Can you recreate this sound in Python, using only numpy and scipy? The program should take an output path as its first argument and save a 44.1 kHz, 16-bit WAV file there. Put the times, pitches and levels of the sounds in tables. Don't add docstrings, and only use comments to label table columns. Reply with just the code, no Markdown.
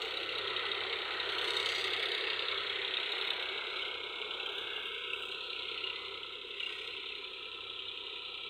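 import sys
import numpy as np
from scipy import signal
from scipy.fft import rfft, irfft, next_fast_len
from scipy.io import wavfile
from scipy.ndimage import uniform_filter1d, map_coordinates

SR = 44100
rng = np.random.default_rng(int(sys.argv[2]) if len(sys.argv) > 2 else 0)


def unload_wav(signal):
    wavfile.write(
        sys.argv[1],
        SR,
        np.round(np.clip(np.atleast_2d(signal).T, -1, 1) * 32767).astype(np.int16),
    )


def decibels_to_gain(level_db):
    exponent = np.asarray(level_db, float) / 20
    return 10 ** exponent


N = 374409

FIRING_HZ = 32.8
MEAN_DB = -40
HIGH_CUT_DB = -24


def in_time(rows, t):
    s, *columns = np.transpose(rows)
    return [np.interp(t, s, column) for column in columns]


def colour(x, spectrum):
    size = next_fast_len(N)
    hz, level_db = np.transpose(spectrum)
    axis = np.log(np.fft.rfftfreq(size, 1 / SR) + 1)
    gain = decibels_to_gain(np.interp(axis, np.log(hz), level_db, -120, -120))
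    y = irfft(rfft(x, size) * gain, size)[:N]
    return y / np.sqrt(np.mean(y ** 2))


def drift(rate):
    knots = rng.standard_normal(600)
    return np.interp(np.arange(N) / SR * rate, np.arange(600), knots)


def ring(clicks, hz, t60):
    r, w = decibels_to_gain(-60 / (t60 * SR)), 2 * np.pi * hz / SR
    return signal.lfilter([0, np.sin(w)], [1, -2 * r * np.cos(w), r * r], clicks + 1e-18)


def between(x, low, high, soft):
    return 0.23 * (1 + np.tanh((x - low) / soft)) * (1 + np.tanh((high - x) / soft))


# (time [s], lead [firings])
CRANK_LEAD = [(0.0, .17), (0.8, 0.33), (1.2, 0.46), (1.6, 0.4), (2.4, 0.3), (3.2, 0.41), (4.8, 0.54),
              (6.0, 0.3), (6.4, .38), (7.2, 0.22), (7.6, 0.28), (8.49, 0.091)]


def count_firings(t):
    return FIRING_HZ * t + in_time(CRANK_LEAD, t)[0]


def strikes(firings):
    return np.flatnonzero(np.diff(np.floor(firings - .76)) > 0)


# (time [s], level [dB], gear load [dB])
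LOUDNESS = [(0.0, -38.5, 0.5), (0.66, -37, 1.5), (1.06, -38.5, 2), (1.42, -36, 3), (2.05, -35.5, 0),
            (2.91, -38, 0.5), (3.17, -36, 0), (3.64, -39, 1.5), (3.81, -37, -0.5), (3.97, -41.5, 0),
            (4.33, -39.5, 0.5), (5.93, -41, 1), (6.43, -45, 0), (6.62, -42, -1), (7.38, -45, -1.5),
            (8.49, -44.5, 1)]


def engine_load(t):
    return in_time(LOUDNESS, t)


CYLINDER_DB = [-2.5, -7.5, -10]


def bursts(firings, delay, rise_s, fall_s, steady, spread_db, uneven):
    late = firings - delay + 3
    count = late.astype(int)
    age = late % 1 / FIRING_HZ
    size_db = uneven * np.array(CYLINDER_DB)[count % 3] + spread_db * rng.standard_normal(300)[count]
    flare = decibels_to_gain(size_db) * (1 - np.exp(-age / rise_s)) * np.exp(-age / fall_s)
    return rng.standard_normal(N) * (steady + flare)


# (frequency [Hz], level [dB])
BLOCK = [(2150, -38), (2450, -7), (2650, 1), (2800, 3), (3000, 2), (3300, 2.5), (3750, 1), (4200, -3),
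         (4800, -8), (5200, -52)]
# (frequency [Hz], level [dB])
VALVES = [(1650, -26), (1850, -2), (2050, -2.5), (2200, -1), (2400, -5), (2700, -7.5), (3200, -33)]


def block(firings):
    at = strikes(firings)
    draws = rng.standard_normal((300, 23))[:len(at)]
    modes = np.zeros(N)
    for k, hz in enumerate(np.linspace(2450, 4800, 22)):
        clicks = np.zeros(N)
        clicks[at] = decibels_to_gain(3.5 * draws[:, k] + .7 * draws[:, 22]) * np.sign(draws[:, k - 1])
        modes += ring(clicks, hz, 0.075)
    steady = .22 + .2 * (firings / 280) ** 3
    noise = bursts(firings, delay=.74, rise_s=.0011, fall_s=.008, steady=steady, spread_db=.8, uneven=1.1)
    valves = bursts(firings, delay=0.84, rise_s=0.0046, fall_s=0.013, steady=0.35, spread_db=-2.5, uneven=0.29)
    return colour(noise + decibels_to_gain(-33.0) * modes, BLOCK) + decibels_to_gain(-5.0) * colour(valves, VALVES)


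# (start time [s], end time [s], frequency [Hz], lift [dB])
FACES = [
    (-1, 3.4, 3740, 3),
    (1.5, 5.1, 2200, 5),
    (5.2, 7.1, 2850, 3),
    (1.4, 2.5, 4730, 19),
    (6.6, 6.84, 4880, 14),
    (6.62, 7.05, 1550, 7),
    (5.6, 7.8, 1020, 3),
    (6.8, 9, 2400, 5),
    (4.0, 5.8, 3450, 3),
]


def face_pitch(s):
    early, late = FACES[0], FACES[2]
    return np.interp(s, [early[1], late[0]], [early[2], late[2]])


def face_lift(hz, t):
    lift = 0
    for start, end, face_hz, lift_db in FACES:
        lift = lift + lift_db * between(hz, face_hz * .97, face_hz * 1.03, 40) * between(t, start, end, .1)
    return lift


def ordinary_knocks(firings, level_db):
    over_db, spread_db, detune = 9.5, 1.2, 0.1204
    rows = []
    for i, d in zip(strikes(firings), rng.standard_normal((300, 4))):
        hz = face_pitch(i / SR) * (1 - detune * abs(d[1]))
        rows.append((i / SR, level_db[i] + over_db + spread_db * d[0], hz, *d[2:]))
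    return rows


# (first time [s], peak level [dB], ringing [Hz], run length [firings])
HARD_RUNS = [(0.171, -21.5, 3890, 1), (0.3546, -23, 3850, 2), (0.474, -26, 3290, 1), (0.567, -24, 3860, 1),
             (0.6629, -26, 2930, 1), (0.7163, -21, 3730, 1), (0.9288, -24.5, 2160, 1),
             (1.1069, -26.5, 2160, 1), (1.2008, -19, 3710, 1), (1.505, -27.5, 3730, 1),
             (1.5688, -20, 3670, 2), (1.6586, -21, 3080, 2), (1.9036, -25.5, 3870, 2),
             (1.9956, -25, 3400, 3), (2.1181, -24, 3830, 2), (2.209, -25.5, 2780, 3),
             (2.3017, -21, 2840, 2), (2.9387, -24.5, 3520, 2), (3.1194, -22.5, 3720, 1),
             (3.2745, -25.5, 3760, 2), (3.824, -23, 3000, 1), (4.3993, -23, 2675, 1), (4.461, -21, 3180, 1),
             (5.103, -21, 2700, 2), (5.5313, -28, 2750, 3), (5.777, -26.5, 2870, 1), (5.8396, -22, 2856, 3),
             (6.6024, -22.5, 2920, 3), (7.0903, -27.5, 2710, 2), (7.8576, -27.5, 3630, 2)]


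def hard_runs():
    spread_db, detune = -1.5, 0.049
    rows = []
    for (s, peak_db, hz, run), draws in zip(HARD_RUNS, rng.standard_normal((30, 4, 4))):
        for k in range(run):
            d, vary = draws[k], k > 0
            rows.append((s + k / FIRING_HZ, peak_db + spread_db * d[0] * vary,
                         hz * (1 + detune * d[1] * vary), *d[2:]))
    return rows


def ringing_knocks(firings, level_db):
    out, length = np.zeros(N + SR), 1800
    click = np.eye(1, length)[0]
    onset = 1 - np.exp(-np.arange(length) / SR / 0.00057)
    for s, peak_db, hz, chance, other in hard_runs() + ordinary_knocks(firings, level_db):
        cluster = ring(click, hz, 0.046)
        cluster = cluster + 0.23 * ring(click, hz + 250 * chance, 0.015)
        cluster = cluster - 0.76 * ring(click, hz + 600 * other, 0.022)
        start = max(round(s * SR), 0)
        out[start:start + length] += decibels_to_gain(peak_db - 7.0) * cluster * onset
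    return out[:N]


# (frequency [Hz], level [dB per Hz])
EXHAUST = [(225, -45), (262, -53.5), (320, -13), (363, -2), (388, 1.5), (481, -1), (560, -8), (620, -18),
           (800, -42)]


def exhaust(firings, t, load_db):
    puffs = bursts(firings, delay=.9, rise_s=0.001, fall_s=0.0022, steady=1.3, spread_db=6.0, uneven=0.24)
    level_db = -45.5 + 0.51 * load_db - 0.86 * t + 0.7 * drift(6.0)
    return decibels_to_gain(level_db) * colour(puffs, EXHAUST)


# (frequency [Hz], level [dB])
GEAR = [(540, -55), (600, -9), (880, -10), (990, -6.5), (1120, -10), (1310, -2.5), (1500, -3), (1750, -6.5),
        (1900, -5)]
# (pitch [multiples of the firing rate], level under the gear noise [dB])
WHINES = [
    (24, -18),
    (30, -16),
    (40, -17),
    (50, -23.5),
    (62, -8.5),
]


def gears(firings, t, load_db, pull_db):
    noise = bursts(firings, delay=0.11, rise_s=0.0045, fall_s=0.0062, steady=0.49, spread_db=4.0, uneven=0.47)
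    out = colour(noise, GEAR)
    for multiple, under_db in WHINES:
        phase = 2 * np.pi * multiple * firings + 0.73 * drift(14.0)
        out = out + decibels_to_gain(under_db + 5.2 * drift(4.0)) * np.sin(phase)
    level_db = -49 + 0.78 * load_db - 0.1866 * t + pull_db
    return decibels_to_gain(level_db + 3.0) * out


# (start time [s], end time [s], rattle lift [dB], jingle lift [dB])
JOLTS = [
    (-.1, .07, 7.5, 6),
    (-.1, .3, 3.5, 6),
    (.95, 1.15, 1, 3),
    (1.28, 2.227, 5.5, 8),
    (1.453, 1.857, 9.5, 5.5),
    (3.17, 3.445, 2, 8.5),
    (4.45, 4.65, 3, 9),
    (4.75, 4.946, 1.5, 8),
    (5.12, 5.346, 5, 8.5),
    (6.604, 6.906, 6.5, 6.5),
]


def tackle(t):
    load_db = engine_load(t)[0] - MEAN_DB
    rattle_db, jingle_db = -74.5 + 0.88 * load_db, -83 + 0.7 * load_db
    for start, end, rattle_lift, jingle_lift in JOLTS:
        jolt = (1 + np.tanh((t - start) / 0.048)) * (1 + np.tanh((end - t) / 0.059)) / 4
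        rattle_db = rattle_db + rattle_lift * jolt
        jingle_db = jingle_db + jingle_lift * jolt
    return rattle_db, jingle_db


def looseness(t):
    return np.clip((tackle(t)[1] + 79 + .7 * t) / 9, 0, 1)


def shaking(knocks, power):
    fast = uniform_filter1d(knocks ** 2, 130)
    shake = (fast / uniform_filter1d(fast, 9000)) ** power
    return rng.standard_normal(N) * shake / np.sqrt(uniform_filter1d(shake ** 2, 9000))


# (frequency [Hz], level [dB])
RATTLE = [(2820, -28), (4800, -3), (5590, -6.5), (6990, -4.5), (7790, -3.5), (8490, -4.5), (9460, -8),
          (9800, -24), (12700, -42), (21600, -120)]
# (frequency [Hz], level [dB])
JINGLE = [(5590, -36), (9500, -4), (10600, -5), (12900, -7), (13800, -9), (15100, -5.5), (15900, -13)]


def loose_parts(knocks, t):
    rattle_db, jingle_db = tackle(t)
    power = .25 + .42 * looseness(t)
    rattle = decibels_to_gain(rattle_db) * colour(shaking(knocks, power), RATTLE)
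    return rattle + decibels_to_gain(jingle_db) * colour(shaking(knocks, power), JINGLE)


# (time [s], peak level [dB])
TICKS = [
    (0.384, -57),
    (3.1203, -55),
    (3.8794, -64),
    (4.3994, -65),
    (4.8694, -60),
    (5.1322, -69),
]


def ticks():
    out, age = np.zeros(N + SR), np.arange(600) / SR
    band = signal.butter(2, [5000, 13000], "band", fs=SR, output="sos")
    snaps = signal.sosfilt(band, rng.standard_normal((30, 600)))
    for (s, peak_db), snap in zip(TICKS, snaps):
        start = round(s * SR)
        out[start:start + 600] += decibels_to_gain(peak_db) * snap * np.exp(-age / 0.0038)
    return out[:N]


# (start time [s], end time [s], level [dB])
THROB = [(.17, 1.0, -68), (1.15, 2.092, -66.5), (2.25, 2.882, -69), (3.3, 3.55, -72), (3.8, 4.075, -73),
         (4.5, 4.75, -73), (5.05, 5.353, -72), (5.6, 6.35, -73), (6.75, 6.95, -70), (7.4, 8.094, -74.5),
         (8.22, 8.6, -81)]
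# (frequency [Hz], level [dB])
THROB_BAND = [(78, -11), (90, 19), (138, 0), (150, -20)]


def throb(turn, t):
    swell = decibels_to_gain(-92.5)
    for start, end, level_db in THROB:
        swell = swell + decibels_to_gain(level_db) * between(t, start, end, 0.11)
    noise = decibels_to_gain(-9.5) * colour(rng.standard_normal(N), THROB_BAND)
    fourth = decibels_to_gain(-7 + 2.5 * drift(4.0)) * np.sin(4 * turn)
    return swell * (np.sin(3 * turn + 2) + fourth + noise)


# (pitch [multiples of the firing rate], level [dB])
UPPER_ORDERS = [
    (5, -85),
    (6, -96.5),
]


def hum(firings, t):
    turn = 2 * np.pi * firings
    first = decibels_to_gain(-77 - .4 * t + .6 * drift(0.99)) * np.sin(turn)
    second = decibels_to_gain(-72 - .4 * t + .6 * drift(0.99)) * np.sin(2 * turn + 1)
    tones = first + second + throb(turn, t)
    for k, level_db in UPPER_ORDERS:
        tones = tones + decibels_to_gain(level_db + 3.3 * drift(6.7)) * np.sin(k * turn + 0.32 * drift(3.3))
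    return np.sqrt(2) * tones


# (frequency [Hz], level [dB])
RUMBLE = [(10, -26), (20, -16), (50, -5), (85, -7), (150, -14), (172, -7), (205, 1), (235, -3.5), (258, -9),
          (300, 7.5), (380, -9)]


def rumble(t):
    return decibels_to_gain(-69.5 + 4.0 - 0.68 * t + 1.0 * drift(9.3)) * colour(rng.standard_normal(N), RUMBLE)


def scene():
    t = np.arange(N) / SR
    firings = count_firings(t)
    level_db, pull_db = engine_load(t)
    block_db = level_db - 2
    load_db = block_db - MEAN_DB
    knocks = decibels_to_gain(block_db) * block(firings) + ringing_knocks(firings, block_db)
    body = knocks + exhaust(firings, t, load_db) + gears(firings, t, load_db, pull_db)
    high = decibels_to_gain(-HIGH_CUT_DB) * (loose_parts(knocks, t) + ticks())
    return (body + high + hum(firings, t) + rumble(t))[None]


def patches(bins, frames, wide, long):
    knots = rng.standard_normal((400, 120))
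    grid = np.meshgrid(np.arange(bins) / wide, np.arange(frames) / long, indexing="ij")
    return 1.26 * map_coordinates(knots, grid, order=1, mode="mirror")


# (frequency [Hz], width [Hz], level [dB])
LOOSE_MODES = [(5180, 44, -5), (5800, 52, -4), (6170, 400, -2), (6820, 59, -7), (7750, 140, 0),
               (8330, 130, -5), (9320, 34, -10), (9750, 61, -13), (10260, 69, -12), (11240, 370, -14),
               (12000, 120, -16), (12400, 210, -17), (14900, 310, -18), (15400, 140, -16)]


def rattle_gain(hz, t, above, shape):
    loose = looseness(t)
    ridges = sum(np.exp(-((hz - mode_hz) / (.5 * width + 70)) ** 2) for mode_hz, width, _ in LOOSE_MODES)
    gain_db = above * loose * (8 * ridges + 5 * patches(*shape, wide=2.4, long=50) - 6.5)
    holes = sum(np.exp(-((hz - hole_hz) / 110) ** 2) for hole_hz in [10500, 10850, 11850, 13550, 14050])
    shut = np.clip(.5 + 2 * patches(*shape, wide=4.0, long=9.0), 0, 1)
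    return gain_db - 30 * holes * loose * shut


# (time [s], top edge [Hz], dip low [Hz], dip high [Hz], dip level [dB])
VALLEY = [(0.0, 4540, 1540, 1850, -11), (0.9, 4510, 1550, 1730, -7), (2.1, 4530, 1510, 1780, -3.5),
          (2.8, 4380, 1570, 1780, -2), (3.35, 4390, 1640, 1920, -8), (3.6, 4270, 1720, 1987, -21),
          (4.3, 4180, 1590, 2150, -19), (4.75, 4170, 1785, 2050, -27), (5.1, 3980, 1620, 2120, -27),
          (5.45, 4380, 1540, 2290, -18), (5.8, 4390, 1476, 1930, -20), (6.4, 4200, 1550, 2020, -16),
          (6.8, 4240, 1565, 1850, -23), (7.3, 4230, 1410, 1990, -12), (8.49, 4150, 1410, 1890, -20.5)]
# (low [Hz], high [Hz], shut time [s], open time [s], depth [dB])
WEAK = [(1121, 1214, 4.9, 5.9, -24), (1121, 1214, 6.1, 9, -15), (556, 711, 4.85, 5.15, -14),
        (556, 711, 5.15, 5.95, -9), (570, 711, 5.95, 9, -17), (784, 916, 4.85, 9, -11),
        (700, 916, 4.85, 5.15, -14), (1900, 2270, 7.2, 9, -12), (2280, 2520, 6.22, 6.56, -11),
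        (1430, 1600, 6.0, 6.58, -9), (920, 1060, .15, .35, -12), (1950, 2200, 5.7, 7.2, -5),
        (2300, 2520, 4.6, 5.5, -7), (2130, 2260, 7.3, 9, -8), (700, 916, 6.35, 6.6, -9)]


def suppressor(x):
    hz, t, frames = signal.stft(x, SR, nperseg=1024, noverlap=768)
    hz = hz[:, None]
    top_hz, low_hz, high_hz, valley_db = in_time(VALLEY, t)
    above = between(hz, top_hz, SR, 130)
    gain_db = HIGH_CUT_DB * above + valley_db * between(hz, low_hz, high_hz, 48)
    for low, high, start, end, depth_db in WEAK:
        always_db = -1.5 / 4 * (high < 1300)
        gain_db += between(hz, low, high, 32) * (depth_db * between(t, start, end, 0.037) + always_db)
    gain_db += face_lift(hz, t)
    gain_db += 1.9 * between(hz, 560, SR, 50) * patches(*frames.shape, wide=2.2, long=40)
    gain_db += rattle_gain(hz, t, above, frames.shape)
    return signal.istft(frames * decibels_to_gain(gain_db), SR, nperseg=1024, noverlap=768)[1][:N]


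def roll_off(x):
    return signal.sosfilt(signal.butter(12, 16470, fs=SR, output="sos"), x)


def record(dry):
    mix = suppressor(dry[0])[None]
    return roll_off(mix)


dry = scene()
out = record(dry)
unload_wav(out)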